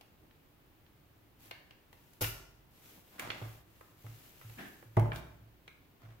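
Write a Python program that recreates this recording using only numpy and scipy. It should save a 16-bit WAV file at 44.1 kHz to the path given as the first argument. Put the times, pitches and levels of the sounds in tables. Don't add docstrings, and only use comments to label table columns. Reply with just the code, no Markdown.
import sys
import numpy as np
from scipy import signal
from scipy.fft import rfft, irfft
from scipy.io import wavfile
from scipy.ndimage import uniform_filter1d

SR = 44100
rng = np.random.default_rng(int(sys.argv[2]) if len(sys.argv) > 2 else 0)


def wav_record(signal):
    frames = np.transpose(np.atleast_2d(signal))
    bounded = np.clip(frames, -1, 1)
    quanta = np.round(bounded * 32767).astype(np.int16)
    wavfile.write(sys.argv[1], SR, quanta)


N = 273420
TIME = np.arange(N) / SR
FREQUENCIES = np.fft.rfftfreq(N, 1 / SR)

# f/Hz, likeness (1 = the same)
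STEREO_LIKENESS = [(60, 0.91), (130, 0.77), (290, 0.66), (640, 0.28), (1400, 0.034), (15000, 0)]
# f/Hz, level/dB
LEFT_OVER_RIGHT = [(60, -1), (1300, -0.9), (2400, -0.6), (4400, 0.5), (8100, 3), (15000, 3.5)]
# f/Hz, fade/s
ECHO_FADE = [(60, 1), (150, 0.8), (1000, 0.66), (2200, 0.58), (3500, 0.51), (6000, 0.62), (9000, 0.47),
             (15000, 0.31)]
# f/Hz, level/dB
ECHO_TONE = [(60, 0), (120, -7.5), (220, -4.5), (600, -3), (1500, -1.5), (2600, -2.5), (4200, -2.5),
             (9000, -3), (15000, -0.5)]
# f/Hz, level/dB
HUSH_TONE = [(10, -26), (25, -11), (45, -7), (130, -4.5), (210, -12.5), (310, -10), (450, -16.5),
             (900, -19.5), (1500, -23), (2900, -25.5), (5500, -34), (9300, -37.5), (12500, -31),
             (15500, -28)]
# f/Hz, level/dB
WHINE_NOTES = [(107.7, -80), (301.5, -80), (14691, -87)]
# t/s, length/s, level/dB
ARM_STROKES = [(1.386, 0.14, -58.5), (1.887, 0.37, -68.5), (2.693, 0.24, -64), (2.82, 0.21, -59),
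               (2.977, 0.38, -62.5), (3.3, 0.34, -58), (3.626, 0.4, -67), (3.958, 0.38, -59.5),
               (4.193, 0.7, -58.5), (4.75, 0.68, -69), (5.13, 0.08, -57)]
# f/Hz, level/dB
PAPER_TONE = [(300, 3.5), (1000, -2), (2800, 0.5), (4500, -4), (7000, -4.5), (9500, -8), (11500, -2),
              (13200, 0.5), (15800, -3)]
# t/s, length/s, level/dB
CHASSIS_DRAGS = [(3.106, 0.054, -60.5), (3.177, 0.27, -44.5), (5.997, 0.13, -61.5)]
# f/Hz, level/dB
CHASSIS_DRAG_TONE = [(70, -12), (130, -0.5), (300, 1), (450, -4.5), (650, 2), (900, -4), (1200, -1.5),
                     (2400, -9.5), (5000, -19), (15000, -33)]
# f/Hz, level/dB
CHASSIS_SKID_TONE = [(130, -17.5), (230, -4), (275, -2), (390, -6.5), (490, -21), (690, -9), (900, -19.5),
                     (1350, -17), (1750, -6), (2100, -16.5), (3000, -18), (5000, -31), (15000, -38)]
# t/s,
# level/dB, middle f/Hz, low body level/dB, metallic edge level/dB
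BOARD_CLICKS = [(0.0101, -46, 2860, 2, -8.5), (0.3096, -56.5, 2630, -5, -20), (0.8634, -59, 2730, -10, -26),
                (1.5106, -34.5, 2220, -4, -19), (1.708, -46, 2540, -2.5, -20),
                (1.9282, -46.5, 2190, 4.5, -6), (2.1333, -52, 1700, -18, 7), (3.1948, -28, 1900, -16, -8),
                (3.3021, -25.5, 2420, -8.5, -32), (3.8096, -44.5, 1300, 3, -17),
                (4.0645, -45.5, 1730, 3, -13), (4.4124, -44.5, 1680, -3.5, -25), (4.4968, -47, 2540, 4, -8),
                (4.584, -43, 1790, -13, -21), (4.8259, -46.5, 1640, 8, -22),
                (4.9676, -27.5, 1290, -13, -24.5), (4.9954, -30.5, 1310, 6.5, -11),
                (5.0564, -36, 1440, 4, -30), (5.1182, -27.5, 1700, -13.5, -38),
                (5.131, -43, 1750, -15, -18), (5.1591, -38.5, 3670, -23, -6), (5.678, -41.5, 2430, -2, -21)]
# t/s, level/dB
BENCH_PUSHES = [(2.209, -31), (3.245, -42), (3.417, -34), (4.043, -37), (4.445, -38.5), (4.854, -42),
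                (4.9685, -15.5), (5.41, -44), (6.035, -39.5)]
# f/Hz, level/dB, fade/s
BENCH_NOTES = [(111.55, 2, 0.35), (124.2, -3, 0.15), (62.8, -25, 1.12), (47.2, -23, 0.75),
               (147.5, -17, 0.56), (92, -25, 0.084)]
# t/s, level/dB
CHASSIS_KNOCKS = [(0.231, -59), (2.2109, -33), (2.22, -42), (2.975, -54.5), (3.415, -42.5), (4.044, -51.5),
                  (4.9690, -26), (4.972, -20.5), (5.225, -54)]
# f/Hz, level/dB
THUD_TONE = [(80, -37), (150, -2.5), (205, -13.5), (250, -6), (370, -6), (480, -13.5), (650, -8),
             (880, -10), (1250, -26.5), (1450, -41), (2300, -35.5), (4000, -48), (12000, -71)]
# f/Hz, level/dB, fade/s
CHASSIS_NOTES = [(228, -27, 0.6), (300, -26.5, 0.45), (360.6, -22.5, 0.46), (492, -28, 0.17),
                 (582, -19, 0.29), (630, -30, 0.24), (657, -31, 0.2), (874, -23.5, 0.53), (956, -35, 0.081),
                 (1132, -18.5, 0.084)]
# t/s, level/dB
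AIR_PUFFS = [(2.208, -30.5), (2.262, -43)]
# f/Hz, level/dB
NOZZLE_TONE = [(180, -26), (300, -20), (536, -5.5), (735, -8), (911, -8), (1130, -10.5), (1430, 2.5),
               (1680, -25), (1920, -9), (2960, -6.5), (3490, -8), (5840, -8), (8700, -11.5), (13600, -2.5),
               (15800, -10.5)]
# t/s, level/dB
PISTON_HITS = [(2.231, -30.5), (2.242, -28.5), (2.245, -32)]
# f/Hz, level/dB
PISTON_TONE = [(300, -32), (1200, -0.5), (2800, 4), (4500, -15), (15000, -28)]
# f/Hz, level/dB, fade/s
BARREL_NOTES = [(497, -35, .13), (1384, -58, .42), (1420, -56, .5), (1906, -53, .4), (2305, -52, .3),
                (2863, -53, .6), (6837, -57, .45), (11842, -49, .25), (11936, -52, .36), (13068, -51, .42),
                (13227, -47, .44), (13812, -44, .24), (14142, -46, .24)]
# f/Hz, level/dB, fade/s
JOLT_NOTES = [(45.4, -44.5, 1), (72, -47, 0.5), (89, -36, 0.26)]


def amp(db):
    return 10 ** (np.asarray(db) / 20)


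def unit(x):
    return x / np.sqrt(np.mean(x ** 2) + 1e-20)


def read(table, hz):
    f, value = np.transpose(table)
    return np.interp(np.log(hz + 1), np.log(f + 1), value)


def hump(hz, centre, octaves, steep=1.126):
    away = np.log2((hz + 1) / centre) / octaves
    return np.exp(-(away * np.where(away > 0, steep, 1)) ** 2)


def add(mix, start, sound):
    part = mix[..., max(round(start * SR), 0):][..., :sound.shape[-1]]
    part += sound[..., :part.shape[-1]]


def pair(x):
    left, other = rfft(x)
    same = np.clip(read(STEREO_LIKENESS, np.fft.rfftfreq(x.shape[1], 1 / SR)), -1, 1)
    right = same * left + np.sqrt(1 - same ** 2) * other
    return irfft(np.array([left, right]), x.shape[1])


def colour(x, db_at, size=4096):
    hz = abs(np.fft.fftfreq(size, 1 / SR))
    log_gain = np.log(amp(np.maximum(db_at(hz), -100)))
    response = np.exp(np.conj(signal.hilbert(log_gain)))
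    taps = np.fft.ifft(response).real[:size // 2]
    return signal.oaconvolve(x, taps[None], axes=1)[:, :x.shape[1]]


def wander(samples):
    return unit(uniform_filter1d(rng.standard_normal(N), size=samples))


def rough_noise(tone, grain_db):
    grains = amp(grain_db * wander(90))
    noise = pair(rng.standard_normal((2, N))) * grains
    return unit(colour(noise, lambda hz: read(tone, hz)))


def ring(notes, t):
    return sum(amp(db) * 1e-3 ** (t / fade) * np.sin(2 * np.pi * hz * t) for hz, db, fade in notes)


def burst(decay_s, db_at, rise_s=0.00065, size=4096):
    t = np.arange(size) / SR
    envelope = np.exp(-t / decay_s) * (1 - np.exp(-t / rise_s))
    x = colour(pair(rng.choice([-1., 1.], (2, size))) * envelope, db_at)
    return x / np.sqrt(np.mean(x[:, :size // 32] ** 2))


def gesture(start, length, db, rise_s, sag_db_per_s, release_s):
    t = np.maximum(TIME - start, 0)
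    rise = np.minimum(t / rise_s, 1)
    release = np.exp(-np.maximum(t - length, 0) / release_s)
    return rise * amp(db - sag_db_per_s * t) * release


def room_echo(x, delay_s=0.0021, build_s=0.0013):
    t = np.arange(SR) / SR
    hz, when, bands = signal.stft(pair(rng.standard_normal((2, SR))), SR, nperseg=256)
    fade = read(ECHO_FADE, hz)[:, None]
    even_energy = np.sqrt(2 * np.log(1000) / (fade * SR))
    bands = bands * 1e-3 ** (when / fade) * even_energy * amp(read(ECHO_TONE, hz))[:, None]
    tail = signal.istft(bands, SR, nperseg=256)[1][:, :SR]
    build_up = 1 - np.exp(-np.maximum(t - delay_s, 0) / build_s)
    return signal.fftconvolve(x[:1], tail * build_up, axes=1)[:, :N]


def room_hush(db=-64):
    noise = pair(rng.standard_normal((2, N)))
    return amp(db) * unit(irfft(rfft(noise) * amp(read(HUSH_TONE, FREQUENCIES)), N))


def equipment_whine():
    waver = wander(3000)
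    return sum(amp(db) * np.sqrt(2) * np.sin(2 * np.pi * (hz * TIME + rng.random()) + waver)
               for hz, db in WHINE_NOTES)


def sliding_arm(speed_power=0.8):
    loudness = np.zeros(N)
    for start, length, db in ARM_STROKES:
        progress = np.clip((TIME - start) / length, 0, 1)
        speed = np.maximum(np.sin(np.pi * progress), 0)
        loudness += amp(db) * speed ** speed_power
    return loudness * rough_noise(PAPER_TONE, grain_db=1.0)


def scrapes(release_s=0.026):
    drag = sum(gesture(start, length, db, rise_s=0.025, sag_db_per_s=41, release_s=release_s)
               for start, length, db in CHASSIS_DRAGS)
    skid = gesture(start=4.574, length=0.11, db=-43.5, rise_s=0.016, sag_db_per_s=104,
                   release_s=release_s)
    drag_noise = rough_noise(CHASSIS_DRAG_TONE, grain_db=3.8)
    skid_noise = rough_noise(CHASSIS_SKID_TONE, grain_db=2)
    return drag * drag_noise + skid * skid_noise


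def board_clicks(gain_db=-7, body_gain_db=3, edge_gain_db=-4, decay_s=0.0039):
    out = np.zeros((2, N))
    for start, db, middle_hz, body_db, edge_db in BOARD_CLICKS:
        def tone(hz):
            middle = hump(hz, middle_hz, octaves=0.89)
            body = amp(body_db + body_gain_db) * hump(hz, centre=520, octaves=1.45)
            edge = amp(edge_db + edge_gain_db) * hump(hz, centre=13200, octaves=4.1)
            return 20 * np.log10(middle + body + edge + 1e-4)
        add(out, start, amp(db + gain_db) * burst(decay_s, tone))
    return out


def bench_booms(firm_db=-36, firm_rise_s=0.014, slower_s_per_db=0.006):
    out, t = np.zeros((2, N)), np.arange(SR) / SR
    boom = ring(BENCH_NOTES, t)
    for start, db in BENCH_PUSHES:
        rise_s = firm_rise_s + slower_s_per_db * max(firm_db - db, 0)
        add(out, start, amp(db) * boom * (1 - np.exp(-t / rise_s)))
    return out


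def chassis_knocks(contact_s=0.00058, thud_db=-7, thud_decay_s=0.0099):
    out = np.zeros((2, N))
    age = np.arange(SR // 10) / SR / contact_s
    air_push = age * (2 - age) * np.exp(-age)
    for start, db in CHASSIS_KNOCKS:
        thud = burst(thud_decay_s, lambda hz: read(THUD_TONE, hz))
        add(out, start, amp(db) * air_push)
        add(out, start, amp(db + thud_db) * thud)
    return out


def chassis_ring(gain_db=-1):
    out = np.zeros((2, N))
    ringing = ring(CHASSIS_NOTES, np.arange(SR // 2) / SR)
    for start, db in CHASSIS_KNOCKS:
        add(out, start, amp(db + gain_db) * ringing)
    return out


def pump_ring(start=2.212, rise_s=0.003):
    out, t = np.zeros((2, N)), np.arange(SR) / SR
    ringing = ring(BARREL_NOTES, t) + ring(JOLT_NOTES, t)
    add(out, start, ringing * (1 - np.exp(-t / rise_s)))
    return out


def pump_shot(clack_db=-6, clack_decay_s=0.0035):
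    rush = sum(gesture(start, length=0.048, db=db, rise_s=0.0045, sag_db_per_s=258, release_s=0.012)
               for start, db in AIR_PUFFS)
    out = rush * rough_noise(NOZZLE_TONE, grain_db=2.0)
    for start, db in PISTON_HITS:
        clack = burst(clack_decay_s, lambda hz: read(PISTON_TONE, hz))
        add(out, start, amp(db + clack_db) * clack)
    return out


def scene(boom_echo_db=-14, knock_echo_db=1):
    clicks, booms, knocks = board_clicks(), bench_booms(), chassis_knocks()
    shot, scraping = pump_shot(), scrapes()
    direct = clicks + scraping + booms + knocks + chassis_ring() + shot + pump_ring()
    echo = room_echo(clicks + scraping + amp(boom_echo_db) * booms + amp(knock_echo_db) * knocks + shot)
    background = room_hush() + equipment_whine() + sliding_arm()
    return background + echo + direct


def record(dry, top_hz=15850):
    tilt_db = np.outer([.5, -.5], read(LEFT_OVER_RIGHT, FREQUENCIES))
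    tilted = irfft(rfft(dry) * amp(tilt_db), N)
    treble_cut = signal.firwin(511, top_hz, window=("kaiser", 9), fs=SR)
    return signal.oaconvolve(tilted, treble_cut[None], "same")


dry = scene()
out = record(dry)
wav_record(out)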